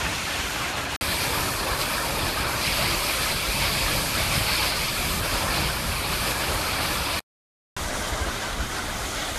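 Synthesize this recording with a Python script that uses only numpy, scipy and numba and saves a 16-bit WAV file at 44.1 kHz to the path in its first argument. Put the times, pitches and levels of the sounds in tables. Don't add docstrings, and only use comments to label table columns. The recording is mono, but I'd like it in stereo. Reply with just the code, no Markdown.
import sys
import numpy as np
from scipy import signal
from scipy.fft import rfft, irfft, next_fast_len
from scipy.io import wavfile
from scipy.ndimage import map_coordinates
from numba import njit

SR = 44100
rng = np.random.default_rng(int(sys.argv[2]) if len(sys.argv) > 2 else 0)


def int16_out(signal):
    q = np.round(np.clip(np.atleast_2d(signal).T, -1, 1) * 32767)
    wavfile.write(sys.argv[1], SR, q.astype(np.int16))


def gain_from_decibels(decibels):
    exponent = np.asarray(decibels, float) / 20
    return 10 ** exponent


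N = 413658
T = np.arange(N) / SR
COARSE_T = T[::64]
PAD = next_fast_len(N)
HZ = np.fft.rfftfreq(PAD, 1 / SR) + 1


def unit(x):
    return x / np.sqrt(np.mean(x ** 2))


def walk(rate):
    knots = rng.standard_normal(400)
    return unit(map_coordinates(knots, [COARSE_T * rate], order=3, mode="mirror"))


def follow(points):
    t, db = np.transpose(points)
    return np.interp(T, t, db)


def colour(x, points):
    hz, db = np.transpose(points)
    size = next_fast_len(len(x))
    bin_hz = np.fft.rfftfreq(size, 1 / SR) + 1
    gain = gain_from_decibels(np.interp(np.log(bin_hz), np.log(hz), db))
    return unit(irfft(rfft(x, size) * gain, size)[:len(x)])


def thuds():
    # t/s, envelope peak level/dB, f/Hz
    pushes = [(.4, -27, 60), (1.33, -26, 70), (1.72, -23, 70), (3.36, -24, 60), (3.5, -23, 55),
              (3.86, -22, 44.6), (4.42, -24, 100), (4.62, -25, 60), (5.0, -26, 45), (5.66, -21.5, 55),
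              (6.5, -23, 65), (7.87, -27, 55), (8.13, -24, 70), (8.22, -21, 65), (8.285, -23, 65),
              (8.54, -27, 45), (8.612, -22, 55)]
    bell_cycles = 0.79
    out = np.zeros(N)
    for (at, db, hz), phase in zip(pushes, rng.random(len(pushes))):
        near = slice(max(int((at - .1) * SR), 0), int((at + .1) * SR))
        turns = (T[near] - at) * hz
        envelope = gain_from_decibels(db) * np.exp(-(turns / bell_cycles) ** 2)
        out[near] += envelope * np.cos(2 * np.pi * (turns + phase))
    return out


@njit
def ring(start, stop, size, turn, bend, length):
    out = np.zeros(length)
    for j in range(len(start)):
        pointer, step = size[j], turn[j]
        for i in range(start[j], stop[j]):
            pointer *= step
            step *= bend[j]
            out[i] += pointer.imag
    return out


def impacts(lo_hz, hi_hz, rate, cycles, spread_db, share):
    when, pitch, chance = rng.random((100000, 3))[:int(rate * N / SR)].T
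    hz = lo_hz * (hi_hz / lo_hz) ** (1.2 * pitch - .1)
    size_db = np.minimum(-spread_db * np.log(chance + 1e-9), 12)
    size = hz * gain_from_decibels(size_db)

    step = 2 * np.pi * hz / SR
    span = cycles * SR / hz
    start = (when * N).astype(np.int64)
    stop = np.minimum(start + 2 * span, N).astype(np.int64)
    turn = np.exp(1j * step - 3 / span)
    bend = np.exp(1j * step * 0.029 / span)
    near = ring(start, stop, size + 0j, turn, bend, PAD)

    far = rng.standard_normal(PAD) * np.sqrt(SR / 2 / (hi_hz - lo_hz))
    share = np.clip(share, 0, 1)
    return np.sqrt(share) * unit(near) + np.sqrt(1 - share) * far


def churn(layer, surge):
    bands = 6
    lo_hz, hi_hz, *bubbles, surge_db, patch_db, flicker_db = layer
    spectrum = rfft(impacts(lo_hz, hi_hz, *bubbles))[HZ < 1.5 * hi_hz]
    place = np.log(HZ[:len(spectrum)] / lo_hz) / np.log(hi_hz / lo_hz) * bands - .5
    patches = walk(6.9), walk(6.8)
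    out = np.zeros(N)
    for k in range(bands):
        weight = np.cos(np.pi / 2 * np.clip(place - k, -1, 1)) ** 2
        turn = np.pi / 2 * k / (bands - 1)
        patch = np.cos(turn) * patches[0] + np.sin(turn) * patches[1]
        db = surge_db * surge + patch_db * patch + flicker_db * walk(18.)
        band = irfft(spectrum * weight, PAD)[:N]
        out += band * np.interp(T, COARSE_T, gain_from_decibels(db))
    return out


def bumps(times, dbs, length):
    bells = np.exp(-((COARSE_T[:, None] - times) / length) ** 2)
    return np.interp(T, COARSE_T, bells @ dbs)


def levels():
    # t/s, level/dB
    rumble = [(0, -33), (.2, -37), (.96, -36.5), (1.01, -35), (1.4, -33.5), (1.7, -35.5), (2.0, -32.5),
              (2.9, -31.5), (3.15, -36), (3.5, -33), (4.45, -32), (4.8, -32.5), (5.2, -31), (5.95, -33),
              (6.4, -32.5), (6.75, -33.5), (7.19, -34.5), (7.77, -38), (8.2, -30.5), (8.4, -35.5),
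              (8.57, -32.5), (8.72, -36), (9.38, -35)]
    # t/s, level/dB
    roar = [(0, -30.5), (.27, -34), (.6, -30.5), (.96, -31), (1.01, -30.5), (1.75, -29), (3.3, -31),
            (4.0, -30.5), (4.3, -29.5), (5.0, -31.5), (5.5, -28), (5.92, -32.5), (6.4, -28.5), (7.19, -31),
            (7.77, -34), (8.2, -32), (8.6, -33), (9.38, -33)]
    # t/s, level/dB
    spatter = [(0, -32), (.96, -32), (1.01, -30), (1.6, -31.5), (1.819, -31.5), (2.6, -31), (2.635, -27.5),
               (3.85, -27.5), (4.03, -30), (4.25, -26.5), (4.85, -27.5), (5.05, -31), (5.55, -29.5),
               (5.93, -33), (6.2, -29.5), (7.19, -31.5), (7.77, -37), (8.1, -35.5), (8.85, -36.5),
               (9.2, -33), (9.38, -34.5)]
    # t/s, level/dB
    spray = [(0, -38.5), (.4, -37), (.96, -39), (1.01, -34), (1.45, -33.5), (1.65, -35.5), (2.5, -35),
             (2.65, -33.5), (3.28, -32.5), (3.4, -33.5), (3.8, -32.5), (4.6, -32.5), (5.3, -34),
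             (5.95, -35.5), (6.15, -34), (7.19, -36), (7.77, -38.5), (8.08, -37.5), (8.55, -41), (9.2, -37),
             (9.38, -37)]
    # t/s, roar/dB, spatter/dB, spray/dB
    level_bumps = [(.7, 1, 2, 2), (.745, -2.5, 0, -6), (.88, 0, -2, -5), (1.82, -0.5, 4.5, 4),
                   (2.45, 0, -1.5, -4), (2.67, -0.5, 1, 2), (3.2, 2.5, 0, -0.5), (3.35, -2, -3, -1),
                   (3.82, 0, 2, 0), (4.12, -4, -3, -1), (4.73, 2, 0.5, -4), (5.22, -1.5, -4, -3),
                   (5.57, 1, 2, -0.5), (6.05, 1, 3, -2), (6.2, -1.5, -0.5, 0), (6.31, 0.5, 0, 3),
                   (6.8, 2, -1.5, -2.5), (7.07, 2.5, 1, -2), (7.92, 2.5, 0, -3), (8.09, 1.5, 2, 3.5),
                   (8.135, 3, 2, 0.5), (8.28, 3, 1.5, 0), (8.45, 2, 1.5, -0.5), (8.612, 2.5, 2, 1),
                   (8.68, -3.5, -2, 0), (8.72, 1, 2, 1), (8.79, 2, 1, 1)]
    heave_db = [1.1, 0.33, 0.51, 0.41]
    bump_s, heaves_per_s = .021, 8.
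    when, *dbs = np.transpose(level_bumps)
    changes = [0] + [bumps(when, db, bump_s) for db in dbs]
    out = []
    for course, change, db in zip((rumble, roar, spatter, spray), changes, heave_db):
        heave = db * np.interp(T, COARSE_T, walk(heaves_per_s))
        out.append(follow(course) + change + heave)
    return out


def opening(t, stop, tail_db, tail_s):
    # t/s, level against the flow/dB, length/s
    clicks = [(7.201, -16, 0.0005), (7.204, -10, .001)]
    tail = gain_from_decibels(tail_db) * np.exp(-np.clip(t - stop, 0, None) / tail_s)
    click_gain = sum(gain_from_decibels(db) * np.exp(-np.minimum(((t - at) / length) ** 2, 50)) for at, db, length in clicks)
    return np.where(t < stop, 1, tail + click_gain)


def scene():
    # lowest f/Hz, highest f/Hz, bubbles/per s, ring/cycles,
    # size spread/dB, bubble share of power/0-1, surge/dB, patch/dB, flicker/dB
    water_layers = [(18, 260, 140, 4.5, 0.5, 0.22, 0.5, 0.85, 1.4),
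                    (247.06, 1900, 450, 55, 0.9, 0.58, 0.57, 0.28, 0.5),
                    (1879, 5500, 1200, 62, 1.5, 0.43, 0.83, -0.07, 0.86),
                    (5320, 15500, 9700, 4.3, 2.5, 0.4, 0.36, -0.35, 0.92)]
    # f/Hz, relative level/dB per Hz
    low_colours = [
        [(12, -56), (20, -28.5), (65, -3), (134, -11), (157, -10.5), (208, -13), (299, -9), (455, -14),
         (540, -10.5), (1600, -9), (1900, -8), (2470, -41), (4180, -120)],
        [(12, -32), (20, -11.5), (54, 1), (92, -3), (160, -5), (204, -9), (305, -10.5), (447, -13.5), (572, -9),
         (761, -12.5), (957, -10), (1300, -10.5), (1430, -13.5), (1900, -10.5), (2470, -45), (4180, -120)],
        [(12, -42), (20, -5.5), (54, -5.5), (120, -10), (157, -15.5), (216, -12), (369, -15.5), (473, -16),
         (666, -12), (939, -15.5), (1460, -13.5), (1900, -17.5), (2470, -50), (4180, -120)],
    ]
    # f/Hz, relative level/dB per Hz
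    high_colours = [
        [(1120, -28), (1900, -10.5), (2600, -8.5), (3830, -14.5), (4210, -12.5), (4760, -17), (5730, -15.5),
         (7000, -17), (7780, -20), (9600, -19), (10400, -24.5), (11500, -20.5), (12300, -24), (15400, -38.5)],
        [(1120, -35.5), (1900, -8), (2120, -6.5), (2340, -2), (2970, -8.5), (3220, -7), (3800, -8.5),
         (4500, -6), (5050, -8), (5450, -10.5), (5830, -11.5), (6940, -13.5), (9270, -10.5), (10600, -12.5),
         (11600, -9.5), (13300, -16), (14700, -30.5), (15400, -28)],
        [(1120, -29), (1900, -2.5), (2260, -8.5), (2790, -11.5), (3130, -7.5), (4110, -10), (4930, -12),
         (6300, -10.5), (7990, -15), (9350, -14.5), (12900, -21.5), (13900, -25.5), (15400, -37)],
    ]
    # start t/s, stop t/s, dying tail level/dB, tail decay/s
    standpoints = [(0, .9626, -63, .005), (1.0104, 7.1945, -21, .008), (7.765, 9.4, -99, 1)]
    surge = walk(17.)
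    layers = [churn(layer, surge) for layer in water_layers]
    gains = gain_from_decibels(levels())
    out = np.zeros(N)
    for low, high, (start, stop, *tail) in zip(low_colours, high_colours, standpoints):
        here = (T >= start) & (T < stop + .045)
        water = sum(colour(layer[here], points) * gain[here]
                    for layer, points, gain in zip(layers, (low, low, high, high), gains))
        out[here] = water * opening(T[here], stop, *tail)
    out = out + thuds()
    return np.array([out, out])


def band_limit(x):
    return signal.sosfilt(signal.butter(12, 15800, fs=SR, output="sos"), x)


def record(dry):
    top = signal.ellip(10, .2, 60, 15200, fs=SR, output="sos")
    mix = signal.sosfilt(top, dry + 1e-12)
    return band_limit(mix)


dry = scene()
out = record(dry)
int16_out(out)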